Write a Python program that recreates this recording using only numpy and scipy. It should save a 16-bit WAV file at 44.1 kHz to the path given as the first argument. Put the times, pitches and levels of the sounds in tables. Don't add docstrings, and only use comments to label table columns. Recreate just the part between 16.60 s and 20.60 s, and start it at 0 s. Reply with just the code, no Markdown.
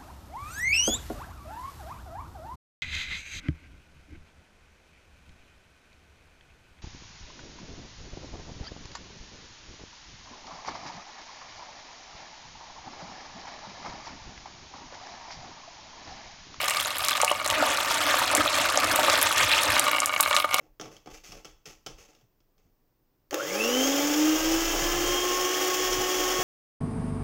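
import sys
import numpy as np
from scipy import signal
from scipy.fft import rfft, irfft
from scipy.io import wavfile

SR = 44100
rng = np.random.default_rng(int(sys.argv[2]) if len(sys.argv) > 2 else 0)


def wav_record(signal):
    frames = np.transpose(np.atleast_2d(signal))
    bounded = np.clip(frames, -1, 1)
    quanta = np.round(bounded * 32767).astype(np.int16)
    wavfile.write(sys.argv[1], SR, quanta)


N = 176400
T = np.arange(N) / SR
CUTOFF_HZ = 16000

# (time [s], level [dB])
STREAM_FADER = [(0, -31), (.09, -29.5), (.14, -30.5), (.23, -32), (.3, -38.5), (.42, -32), (.53, -31.5),
                (.57, -33.5), (.62, -32.5), (.73, -33.5), (.82, -40.5), (.9, -33.5), (3.2, -30.5),
                (3.3, -31), (3.5, -38), (3.79, -28), (3.87, -45.5), (3.97, -31)]
# (frequency [Hz], level per octave [dB])
STREAM_COLOUR = [(250, -22), (450, -42), (600, -10), (1000, -1), (1700, 0), (2600, 3), (4000, 6.5),
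                 (5000, -0.5), (7000, 0), (11000, 1), (16000, -9)]
# (time [s], level [dB], pitch [Hz], sweep [octaves per snap width], knock level [dB])
POPS = [(0.0979, -10.0, 7800.0, 0.5, -22.0), (0.2097, -14.0, 9100.0, 0.9, -21.0),
        (0.3841, -12.0, 11300.0, 0.5, -28.0), (0.4492, -11.0, 9600.0, 0.6, -21.0),
        (0.4847, -6.0, 6900.0, 0.7, -14.0), (0.4955, -14.0, 5800.0, 0.6, -16.0),
        (0.5077, -14.0, 10300.0, 0.6, -30.0), (0.6159, -5.0, 7300.0, 0.4, -18.0),
        (0.6475, -6.0, 7400.0, 0.6, -21.0), (0.8623, -11.0, 6700.0, 1.0, -18.0),
        (0.8769, -11.0, 7200.0, 0.3, -29.0), (0.9015, -9.0, 6000.0, 0.8, -11.0),
        (1.751, -1.0, 8100.0, 0.4, -17.0), (1.7714, -9.0, 9100.0, 0.5, -19.0),
        (2.1747, -6.0, 6400.0, 0.4, -22.0), (2.3599, -5.0, 10100.0, 0.4, -19.0),
        (2.4995, -8.0, 5900.0, 0.5, -16.0), (2.6152, -7.0, 8200.0, 0.9, -16.0),
        (2.628, -2.0, 10800.0, 0.4, -18.0), (2.7815, -8.0, 6500.0, 0.5, -15.0),
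        (3.0344, -8.0, 8400.0, 0.6, -28.0), (3.196, -1.0, 8500.0, 0.4, -15.0),
        (3.4029, -6.0, 7200.0, 0.4, -23.0), (3.4594, -5.0, 8100.0, 0.5, -30.0),
        (3.6081, 1.0, 9800.0, 0.5, -16.0), (3.6285, -9.0, 10900.0, 0.6, -19.0),
        (3.7658, -6.0, 5300.0, 0.8, -7.0), (3.9439, -4.0, 8600.0, 1.0, -10.0)]
POP_TRIM_DB, TICK_DB, SNAP_WIDTH_S = -2, 9, 0.000247
# (time [s], level [dB], pitch [Hz])
PLOPS = [(0.0346, -15, 780), (0.259, -9, 1180), (0.4867, -8, 1340), (0.6335, -3.5, 850), (0.7149, -3, 950),
         (0.863, -9, 1070), (0.9026, -12, 970), (0.9239, -10, 940), (1.0266, -3.5, 800),
         (1.1836, -9.5, 1240), (1.3094, -7, 990), (1.5422, -1, 1310), (1.6173, -5.5, 940),
         (1.6402, -8, 1300), (1.7356, -9.5, 900), (1.7953, -13, 710), (1.8606, -8, 1170),
         (2.1433, -5.5, 1250), (2.1754, -7.5, 764), (2.3377, -7, 806), (2.3908, -3, 860),
         (2.4832, -2.5, 965), (2.639, -12, 1330), (2.71, -4.5, 1340), (3.167, -3, 1340),
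         (3.6007, -3.5, 1270), (3.6615, -5.5, 1390), (3.7667, -6.5, 1160), (3.8453, -4.5, 1200),
         (3.9441, -4.5, 980)]
PLOP_TRIM_DB, PLOP_CYCLES = -11, 0.86
# (time [s], level [dB], pitch [Hz])
GULPS = [(0.999, -41, 292), (1.777, -25.5, 290), (1.795, -29, 294), (2.249, -34, 295), (2.49, -52, 270)]
# (time [s], level [dB], pitch [Hz], swell [cycles])
PINGS = [(0.2001, -16.0, 3150.0, 3.0), (0.2591, -19.0, 6700.0, 6.8), (0.5318, -17.0, 3360.0, 3.5),
         (0.6157, -9.0, 7000.0, 2.8), (0.6792, -12.0, 2570.0, 2.0), (0.6974, -14.0, 2820.0, 2.5),
         (0.7129, -15.0, 3050.0, 2.2), (1.878, -10.0, 3540.0, 2.0), (2.1746, -12.0, 6300.0, 5.1),
         (2.9274, -13.0, 3880.0, 5.9), (2.9371, -12.0, 2650.0, 5.7), (2.9807, -10.0, 2900.0, 2.2),
         (3.4029, -12.0, 7250.0, 3.6), (3.7657, -8.0, 3800.0, 2.7)]
# (frequency [Hz], level [dB], t60 [s])
UPPER_TUB_MODES = [(618, -14, 0.051), (1130, -7.5, 0.079), (1217, -1.5, 0.057), (1425, -8.5, 0.073),
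                   (2198, -4, 0.069), (2273, -3.5, 0.051), (2850, 1.5, 0.018), (3860, -9, 0.024)]
# (time [s], level [dB])
PATTER_FADER = [(0, -31.5), (.3, -44), (.8, -35), (1.2, -45), (2.4, -38.5), (3.1, -44.5), (3.3, -30.5),
                (3.5, -34.5), (3.8, -32.5), (3.88, -35.5), (3.97, -27.5)]
# (time [s], level [dB], boost of the upper modes [dB])
BLOWS = [(0.082, -35, 13), (0.602, -19, 1.5), (0.679, -24, 5), (3.166, -22, 6.5), (3.282, -16.5, -1.5),
         (3.314, -26, 6), (3.348, -20.5, 3.5), (3.384, -25.5, 11.5), (3.42, -19.5, -3), (3.539, -21.5, 4.5),
         (3.563, -23.5, 9), (3.6, -23.5, 6.5), (3.646, -26.5, 0.0), (3.661, -28.5, 10), (3.677, -20.5, -8),
         (3.711, -16.5, 0), (3.742, -26.0, 1), (3.766, -17, -2), (3.785, -28, 1), (3.801, -21.5, 1.5),
         (3.844, -16, -18), (3.928, -27, 3), (3.942, -28, 12), (3.984, -25, -2)]

# (time [s], level [dB])
STIR_FADER = [(0, -36.5), (.86, -40), (.96, -33.5), (1.12, -29), (1.25, -32), (1.3, -30.5), (1.53, -27),
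              (1.68, -30.5), (1.78, -29), (1.9, -31.5), (1.99, -25), (2.14, -33), (2.24, -32.5),
              (2.46, -28), (2.54, -24), (2.6, -31.5), (2.66, -25), (2.73, -32.5), (2.8, -21), (2.88, -28),
              (2.94, -26.5), (3.03, -27.5), (3.22, -30), (3.45, -40.5), (4, -46)]
# (frequency [Hz], level per octave [dB])
RATTLE_COLOUR = [(300, -18.5), (600, -12.5), (1100, -4), (1600, 1), (3000, 2.5), (5000, -2), (7000, 0.5),
                 (11000, -12), (16000, -9)]
# (frequency [Hz], level per octave [dB])
BLIP_COLOUR = [(900, 6.5), (1700, 6.5), (3000, 7.5), (4200, 6.5), (5200, -17), (9000, -30)]
# (time [s], level [dB])
SLOSH_FADER = [(0, -60), (.88, -44.5), (1.01, -29.5), (1.12, -34.5), (1.24, -41), (1.4, -35), (1.6, -36),
               (1.7, -37.5), (1.79, -28), (1.9, -40), (2.02, -34.5), (2.14, -35), (2.27, -32.5),
               (2.56, -29.5), (2.72, -45), (2.82, -41), (3.12, -32.5), (3.4, -43.5), (4, -51)]
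# (frequency [Hz], level per octave [dB])
SLOSH_COLOUR = [(200, -30), (270, 0.5), (330, -5), (430, -13.5), (600, -0.5), (900, 2), (1400, 7),
                (2200, -1)]
# (time [s], length [s], level [dB], centre pitch [Hz])
SWISHES = [(0.949, 0.026, -28, 2600), (1.305, 0.024, -32, 4000), (1.516, 0.09, -31, 1960),
           (2.233, 0.041, -28, 1730), (2.542, 0.061, -30.5, 1980), (2.804, 0.082, -32, 2350),
           (2.927, 0.049, -24.5, 2920)]
# (time [s], level [dB])
BUMPS = [(0.382, -43), (0.896, -34), (1.778, -31.5), (1.985, -41), (2.229, -33.5), (2.289, -37),
         (2.822, -31), (3.08, -30)]
# (frequency [Hz], level [dB], t60 [s])
TUB_MODES = [(53, -4, 0.28), (76.5, -2, 0.23), (101.5, 8, 0.14), (127, -20, .12)]
# (frequency [Hz], level per Hz [dB])
RUMBLE_COLOUR = [(20, -30), (35, -41), (50, -6), (85, 2.5), (125, 1), (160, -9), (200, -10), (400, -23),
                 (2000, -70)]

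# (frequency [Hz], width [Hz], level [dB])
HOLLOW_MODES = [(295, 57, -4), (588, 62, 9.5), (743.6, 6.8, 4.5), (897, 25, 0.5), (1134, 36, -9.5),
                (1205, 114, -2), (2226, 43, -6)]
WALLS_T60_S, KITCHEN_T60_S, KITCHEN_DB = 0.026, 0.18, -16.5
# (frequency [Hz], level per Hz [dB])
ROOM_COLOUR = [(20, -22), (50, -9), (80, 5), (125, -12), (160, -3), (300, -12.5), (1000, -2), (4000, -17),
               (16000, -43)]
ROOM_DB, HUM_HZ, HUM_DB = -48.5, 120, -64


def stream():
    splashes = bursts(per_s=95, members=22, spread_s=.0022, burst_db=4, member_db=4)
    return level(STREAM_FADER) * grains(*splashes, STREAM_COLOUR, cycles=1.5, rise=.024, count=30)


def pops():
    out = np.zeros(N)
    for (s, db, hz, sweep, knock_db), (turn, knock_turn, octaves) in zip(POPS, rng.random((len(POPS), 3))):
        add(out, s - .001, from_db(db + POP_TRIM_DB) * in_tub(snap(hz, sweep, turn), walls_db=-8))
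        knock = bubble(2100 * 2 ** octaves, cycles=1.2, rise=.1, turn=knock_turn)
        add(out, s - .0005, from_db(knock_db + POP_TRIM_DB) * in_tub(knock))
    flow = level(STREAM_FADER)
    for when, octaves, turn, strength in rng.random((180, 4)):
        tick = snap(7000 * 2 ** octaves, sweep=.51, turn=turn)
        add(out, when * N / SR, from_db(TICK_DB) * strength * flow[int(when * N)] * tick)
    return out


def plops():
    out = np.zeros(N)
    for s, db, hz in PLOPS:
        plop = in_tub(bubble(hz, PLOP_CYCLES, rise=.049, turn=rng.random()))
        add(out, s - PLOP_CYCLES / hz, from_db(db + PLOP_TRIM_DB) * plop)
    for s, db, hz in GULPS:
        add(out, s, from_db(db) * bubble(hz, cycles=1.17, rise=.011, turn=rng.random()))
    return out


def pings(trim_db=-1):
    out = np.zeros(N)
    for s, db, hz, cycles in PINGS:
        ping = bubble(hz, cycles, rise=.044, turn=rng.random())
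        add(out, s - cycles / hz, from_db(db + trim_db) * in_tub(ping, walls_db=-8))
    return out


def patter():
    times, db = bursts(per_s=45, members=1, spread_s=.001, burst_db=3.5, member_db=1)
    out, t = np.zeros(N), T[:SR // 10]
    for hz, mode_db, t60 in UPPER_TUB_MODES:
        hits = clicks(times, from_db(db + mode_db + rng.normal(0, 2.8, len(db))))
        out += signal.oaconvolve(hits, ring(t, hz, t60))[:N]
    return level(PATTER_FADER) * rms_one(bass_cut(out))


def blows(trim_db=-3):
    out, t = np.zeros(N), T[:SR // 10]
    for s, db, upper_db in BLOWS:
        for hz, mode_db, t60 in UPPER_TUB_MODES:
            bright_db = upper_db * np.clip(np.log2(hz / UPPER_TUB_MODES[2][0]), 0, 1)
            detuned_hz = hz * (1 + .01 * rng.standard_normal())
            add(out, s, from_db(db + mode_db + bright_db) * ring(t, detuned_hz, .67 * t60))
    return from_db(trim_db) * bass_cut(out)


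def bass_cut(x, hz=710):
    return signal.sosfilt(signal.butter(2, hz, "high", fs=SR, output="sos"), x)


def stirring(rattle_db=-1, blip_db=-10.5):
    knocks = bursts(per_s=350, members=10, spread_s=.01, burst_db=2, member_db=3)
    rattle = from_db(rattle_db) * grains(*knocks, RATTLE_COLOUR, cycles=2.6, rise=.04, count=32)
    bubbles = bursts(per_s=110, members=2, spread_s=.01, burst_db=1, member_db=4)
    blips = from_db(blip_db) * grains(*bubbles, BLIP_COLOUR, cycles=6, rise=.05, count=22)
    laps = bursts(per_s=90, members=8, spread_s=.008, burst_db=.5, member_db=.5)
    slosh = grains(*laps, SLOSH_COLOUR, cycles=2.8, rise=.038, count=22)
    return level(STIR_FADER) * (rattle + blips) + level(SLOSH_FADER) * slosh


def swishes(count=70):
    out = np.zeros(N)
    for s, length_s, db, hz in SWISHES:
        cloud = np.zeros(N)
        for when, detune, turn in np.clip(rng.standard_normal((count, 3)), -2, 2):
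            blip = bubble(hz * 2 ** (.4 * detune), cycles=2.8, rise=.06, turn=turn)
            add(cloud, s + when * length_s / 3, blip)
        out += from_db(db) * cloud * np.sqrt(length_s * SR / np.sum(cloud ** 2))
    return out


def bumps(attack_s=.029):
    out, t = np.zeros(N), T[:SR // 2]
    attack = 1 - np.exp(-t / attack_s)
    for s, db in BUMPS:
        for hz, mode_db, t60 in TUB_MODES:
            add(out, s, from_db(db + mode_db) * attack * ring(t, hz, t60, rng.random()))
    return out


def rumble(trim_db=-23.5):
    return from_db(trim_db) * level(STIR_FADER) * noise(RUMBLE_COLOUR)


def tub_ring(trim_db=-29):
    out, t = np.zeros(N), T[:SR // 5]
    for s, db, hz in PLOPS:
        for mode_hz, _, _ in HOLLOW_MODES:
            nearness = np.exp(-2 * np.log2(mode_hz / hz) ** 2)
            add(out, s, nearness * from_db(db + trim_db) * ring(t, mode_hz, t60=.11))
    return out


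def in_tub(wave, walls_db=-4):
    path = from_db(walls_db) * echoes(WALLS_T60_S, delay_s=.00065)[:SR // 20]
    path[0] = 1
    return signal.fftconvolve(wave, path)


def tub_and_kitchen(x):
    out = x.copy()
    for hz, width_hz, db in HOLLOW_MODES:
        out += from_db(db) * signal.lfilter(*signal.iirpeak(hz, hz / width_hz, fs=SR), x)
    reverb = signal.fftconvolve(out, echoes(KITCHEN_T60_S, delay_s=.0051))[:N]
    return out + from_db(KITCHEN_DB) * reverb


def room_tone():
    hum = np.sqrt(2) * np.sin(2 * np.pi * HUM_HZ * T)
    return from_db(ROOM_DB) * noise(ROOM_COLOUR) + from_db(HUM_DB) * hum


def bubble(hz, cycles, rise, turn):
    age = np.arange(int(7 * cycles / hz * SR) + 2) / SR * hz / cycles
    pitch = np.minimum(hz * (1 + rise) ** (np.minimum(age, 3) - 1), .45 * SR)
    return (age * np.exp(1 - age)) ** 2 * np.sin(2 * np.pi * (np.cumsum(pitch) / SR + turn))


def snap(hz, sweep, turn):
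    widths = (T[:SR // 500] - T[SR // 1000]) / SNAP_WIDTH_S
    pitch = np.minimum(hz * 2 ** (sweep * widths), SR / 2)
    return np.exp(-widths ** 2 / 2) * np.sin(2 * np.pi * (np.cumsum(pitch) / SR + turn))


def ring(t, hz, t60, turn=0):
    return from_db(-60 * t / t60) * np.sin(2 * np.pi * (hz * t + turn))


def bursts(per_s, members, spread_s, burst_db, member_db):
    n = int(per_s * N / SR)
    starts = (np.arange(n)[:, None] + 2 * rng.random((n, 1))) / per_s
    times = starts + spread_s * rng.exponential(1, (n, members))
    bunch_db = burst_db * np.minimum(rng.standard_normal((n, 1)), np.sqrt(2))
    db = bunch_db + member_db * np.minimum(rng.standard_normal((n, members)), 2)
    return times.ravel(), db.ravel()


def grains(times, db, spectrum, cycles, rise, count):
    pitches = np.geomspace(spectrum[0][0], min(spectrum[-1][0], CUTOFF_HZ), count)
    dealt, out = rng.permutation(len(times)) % count, np.zeros(N)
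    sizes = from_db(db) * rng.choice([-1, 1], len(times))
    for k, hz in enumerate(pitches):
        hits = clicks(times[dealt == k], sizes[dealt == k])
        grain = in_tub(bubble(hz, cycles, rise, rng.random()))
        out += colour(spectrum, hz) * rms_one(signal.oaconvolve(hits, grain)[:N])
    return rms_one(out)


def clicks(times, sizes):
    return np.bincount((times * SR).astype(int) % N, sizes, N)


def echoes(t60, delay_s):
    t = T[:SR // 2]
    tail = rng.standard_normal(len(t)) * from_db(-60 * t / t60) * (t > delay_s)
    return tail / np.sqrt(np.sum(tail ** 2))


def noise(points):
    hz = np.arange(N // 2 + 1) * SR / N
    return rms_one(irfft(rfft(rng.standard_normal(N)) * colour(points, hz), N))


def colour(points, hz):
    f, db = np.transpose(points)
    return from_db(np.interp(np.log(hz + 1e-9), np.log(f), db))


def level(rows):
    return from_db(np.interp(T, *np.transpose(rows)))


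def add(out, s, wave):
    i = int(np.clip(s * SR, 0, N - 1))
    out[i:i + len(wave)] += wave[:N - i]


def from_db(db):
    return 10 ** (np.asarray(db) / 20)


def rms_one(x):
    return x / np.sqrt(np.mean(x ** 2) + 1e-20)


def scene():
    bed = room_tone()
    wash = from_db(.5) * (stream() + stirring()) + swishes() + patter()
    accents = pops() + plops() + blows() + pings() + tub_ring()
    return (tub_and_kitchen(wash + accents) + bumps() + rumble() + bed)[None]


def record(dry):
    rounded = 1.5 * np.tanh(dry / 1.5)
    return signal.sosfilt(signal.ellip(10, .1, 80, CUTOFF_HZ, fs=SR, output="sos"), rounded)


dry = scene()
out = record(dry)
wav_record(out)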